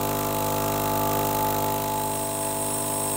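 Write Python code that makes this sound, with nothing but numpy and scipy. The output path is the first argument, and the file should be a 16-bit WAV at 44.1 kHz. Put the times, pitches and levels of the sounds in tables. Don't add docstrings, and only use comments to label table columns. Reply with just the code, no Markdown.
import sys
import numpy as np
from scipy import signal
from scipy.fft import rfft, irfft
from scipy.io import wavfile
from scipy.ndimage import uniform_filter1d, map_coordinates

SR = 44100
rng = np.random.default_rng(int(sys.argv[2]) if len(sys.argv) > 2 else 0)


def output_pcm(signal):
    pcm = np.clip(np.atleast_2d(signal).T, -1, 1) * 32767
    wavfile.write(sys.argv[1], SR, np.round(pcm).astype(np.int16))


N = 139356
SHAFT_HZ, MAINS_HZ, ROTOR_BARS = 50.9, 60, 17

# (f/Hz, level/dB)
RUMBLE_COLOUR = [(20, -40), (45, -37), (100, -13.5), (300, -11), (450, -7.5), (570, 5), (770, -9.5),
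                 (850, 2.5), (930, 1.5), (1080, -5), (1200, -4), (1450, -14.5), (3000, -31), (8000, -51)]
HISS_COLOUR = [(1400, 5), (2200, 0.5), (2800, 2), (3900, 4), (4700, -3.5), (5400, -0.5), (6100, -5),
               (7300, 6), (9200, -1), (11000, 0.5), (12150, -4.5), (13400, 5), (16000, 2.5)]
CHATTER_COLOUR = [(30, -67), (1200, -21.5), (1700, 5), (2050, -8), (2400, -2), (2750, 8), (3300, 2),
                  (4000, -11.5), (4700, -2.5), (7000, -9), (12000, -34)]
PUFF_COLOUR = [(30, -48), (600, -14), (1500, -4.5), (2700, -1), (3450, -12.5), (3900, 6.5), (4700, -11.5),
               (6500, -0.5), (8000, 1), (9400, -3.5), (11000, 1.5), (12250, -4.5), (13500, -12),
               (16000, -12.5)]
PUFF_TOP_COLOUR = [(30, -70), (11500, -40), (12600, -15), (13100, -2), (13600, -2), (14300, 0),
                   (14800, 1.5), (15700, -4), (17000, -29)]
TICK_COLOUR = [(30, -53), (500, -43), (1500, 1), (2700, 0), (3500, -10), (4800, -4), (6900, 1), (8000, -11),
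               (9500, -18), (16000, -9)]

# (t/s, level/dB)
HISS_FADE = [(0, -36.5), (1.6, -37), (2.3, -38), (3.16, -37)]
WHISTLE_FADE = [(0, -47.5), (1.2, -48.5), (1.5, -49), (1.84, -47), (1.96, -44), (2.04, -39), (2.25, -36),
                (2.7, -34.5), (3.16, -33.5)]
VALVE_FADE = [(0, -39.5), (.7, -38.5), (1.25, -38.5), (1.6, -39), (2.1, -43), (2.6, -45.5), (3.16, -44.5)]
PUFF_TOP_FADE = [(0, -37), (.48, -37), (.62, -37.5), (.95, -34.5), (1.35, -34), (1.7, -36.5), (2.1, -41.5),
                 (2.6, -44), (3.16, -43)]
WHINE_FADE = [(0.0, -36), (0.33, -37), (0.36, -32.5), (0.82, -36.5), (0.85, -31.5), (1.34, -32),
              (1.43, -28), (1.54, -32), (1.72, -31), (1.83, -36), (1.93, -30.5), (2.37, -40.5), (2.43, -37),
              (2.88, -40.5), (2.91, -37), (3.16, -41.5)]
CASE_FADE = [(0, -28.3), (.4, -29), (.68, -27.5), (.82, -28), (1.2, -27), (1.35, -29), (1.65, -28.5),
             (1.88, -31.5), (2.4, -32), (3.16, -32)]

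# (f/Hz, width/Hz, relative level/dB)
MASK_RESONANCES = [(3650, 120, -23), (5370, 220, -13), (7040, 440, -17), (8337, 500, 1.5),
                   (9930, 320, -0.5), (11400, 320, -12.5), (13300, 400, -16), (13800, 600, -14.5),
                   (14600, 800, -16), (15500, 400, -7)]
# (multiple of the shaft rate, added multiple of the mains, level/dB)
MAGNETIC_TONES = [(-1, 2, -71), (0, 2, -63), (1, 2, -58), (17, 2, -44.5), (18, 2, -48.5), (19, 2, -61.5),
                  (20, 2, -54), (17, 4, -54)]
# (multiple of the shaft rate, relative level/dB)
TONES_AT_CASE = [(1, -14), (2, -6.5), (3, -6.5), (4, -18.5), (5, -5), (6, -7.5), (7, -11.5), (8, -6),
                 (9, -12), (10, -6.5), (11, -11.5), (12, -15.5), (13, -3.5), (14, -9.5), (15, -16.5),
                 (16, -13.5), (17, 0), (18, -29.5), (19, -19), (20, -25.5), (21, -28), (22, -28), (23, -11),
                 (24, -16), (25, -19.5), (26, -15.5), (27, -19.5), (28, -44.5), (29, -22.5), (30, -49),
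                 (31, -44), (32, -28)]
TONES_AT_MASK = [(1, -15.5), (2, -6.5), (3, -6), (4, -17.5), (5, -4), (6, -5), (7, -15), (8, -4), (9, -13),
                 (10, -7.5), (11, -10.5), (12, -12.5), (13, 0.5), (14, -10.5), (15, -24), (16, -11.5),
                 (17, 0), (18, -16.5), (19, -15.5), (20, -11.5), (21, -43), (22, -33), (23, -16.5),
                 (24, -36), (25, -34), (26, -27), (27, -29), (28, -29), (29, -29), (30, -38), (31, -29),
                 (32, -27)]
PISTON_STROKES = [(.454, 0.87), (.85, 0.827)]


def undb(db):
    return 10 ** (np.asarray(db) / 20)


def unit(x):
    return x / np.sqrt(np.mean(x ** 2))


def fader(points):
    return undb(np.interp(np.arange(N) / SR, *np.array(points).T))


def noise():
    return rng.standard_normal(N)


def colour(x, points):
    hz, db = np.array(points).T
    f = np.fft.rfftfreq(N, 1 / SR)
    gain = undb(np.interp(np.log(f + 1), np.log(hz), db))
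    cepstrum = irfft(np.log(gain), N)
    cepstrum[N // 2:] = 0
    return unit(irfft(rfft(x) * np.exp(2 * rfft(cepstrum)), N))


def drift(rate_hz):
    f = np.fft.rfftfreq(N, 1 / SR)
    return unit(irfft(rfft(noise()) / (1 + (f / rate_hz) ** 4), N))


def gate(turns, at, length, steepness=2):
    offset = (turns - at + .5) % 1 - .5
    return np.exp(-np.abs(2 * offset / length) ** steepness)


def per_turn(turns, spread_db):
    gains = undb(spread_db * rng.standard_normal(N // 100))
    return gains[np.floor(turns).astype(int) + 1]


def cooling_rumble():
    return colour(noise(), RUMBLE_COLOUR) * fader(CASE_FADE) * undb(-14)


def air_hiss():
    return colour(noise(), HISS_COLOUR) * fader(HISS_FADE)


def linkage_chatter(turns):
    pattern = rng.standard_normal(int(SR / SHAFT_HZ))
    rub = map_coordinates(pattern, [turns % 1 * len(pattern)], mode="wrap")
    load = gate(turns, at=.697, length=.25) * per_turn(turns - .2, spread_db=1.5)
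    return colour(rub * load, CHATTER_COLOUR) * fader(CASE_FADE) * undb(-17.5)


def magnetic_hum(turns, t, sway_db=3.3):
    out = 0
    for of_shaft, of_mains, db in MAGNETIC_TONES:
        cycles = round(of_shaft) * turns + round(of_mains) * MAINS_HZ * t + rng.random()
        out += unit(np.sin(2 * np.pi * cycles)) * undb(db + sway_db * drift(.59))
    return out


def valve_tick(turns, at=.91, decay_s=.00073):
    since_s = (turns - at) % 1 / SHAFT_HZ
    closes = np.diff(since_s, prepend=0) < 0
    snap = unit(closes.astype(float))
    scrape = unit(np.exp(-since_s / decay_s) * noise())
    hits = (.88 * snap + scrape) * per_turn(turns - at, spread_db=2)
    return colour(hits, TICK_COLOUR) * fader(VALVE_FADE) * undb(-4.5)


def valve_puff(turns):
    opening = gate(turns, at=.688, length=.27, steepness=6.6) * per_turn(turns, spread_db=1)
    puff = colour(opening * noise(), PUFF_COLOUR) * fader(VALVE_FADE)
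    bright_top = colour(opening * noise(), PUFF_TOP_COLOUR) * fader(PUFF_TOP_FADE)
    return puff + bright_top


def jet_whistle(steepness=2.1, flicker_db=1.05):
    f = np.fft.rfftfreq(N, 1 / SR)
    peaks = sum(undb(db) / (1 + (2 * (f - hz) / width) ** 2 / steepness) ** steepness
                for hz, width, db in MASK_RESONANCES)
    whistle = unit(irfft(rfft(noise()) * peaks, N))
    return whistle * undb(flicker_db * drift(6.8)) * fader(WHISTLE_FADE) * undb(3)


def rotor_whine(turns):
    tone = -np.cos(2 * np.pi * ROTOR_BARS * turns)
    flutter = .11 * drift(53)
    throb = .12 * np.cos(2 * np.pi * (turns - PISTON_STROKES[0][0]))
    return unit(tone * (1 + flutter + throb)) * fader(WHINE_FADE) * undb(2.5)


def case_hum(turns, t):
    move_middle_s, move_length_s = 1.96, 1
    lag_s, lag_hz = .01238, 378.8
    sway_db, unsteady_hz = 1.5, 775
    toward_mask = np.clip((t - move_middle_s) / move_length_s + .5, 0, 1)
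    hum = 0
    for (multiple, case_db), (_, mask_db) in zip(TONES_AT_CASE, TONES_AT_MASK):
        multiple = round(multiple)
        if multiple == ROTOR_BARS:
            continue
        hz = multiple * SHAFT_HZ
        push = sum(size * np.exp(-2j * np.pi * multiple * at) for at, size in PISTON_STROKES)
        lag = 2 * np.pi * lag_s * lag_hz * (1 - np.exp(-hz / lag_hz))
        angle = 2 * np.pi * multiple * turns + np.angle(push) - lag
        unsteady = min(hz / unsteady_hz, 1)
        db = case_db + (mask_db - case_db) * toward_mask + sway_db * unsteady * drift(2.5)
        flutter = .15 * unsteady * drift(29) * np.cos(angle + np.pi / 4)
        hum += undb(db) * (np.cos(angle) + flutter)
    power = uniform_filter1d(uniform_filter1d(hum ** 2, size=8000), size=8000)
    even_hum = hum / np.sqrt(power)
    return even_hum * fader(CASE_FADE) * undb(1)


def scene():
    t = np.arange(N) / SR
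    turns = SHAFT_HZ * t + .0027 * drift(1.2)
    hums = case_hum(turns, t) + rotor_whine(turns) + magnetic_hum(turns, t)
    pumping = valve_puff(turns) + valve_tick(turns) + linkage_chatter(turns)
    air = cooling_rumble() + jet_whistle() + air_hiss()
    return (hums + pumping + air)[None]


def record(dry, top_hz=15780):
    return signal.sosfilt(signal.ellip(12, .2, 80, top_hz, fs=SR, output="sos"), dry)


dry = scene()
out = record(dry)
output_pcm(out)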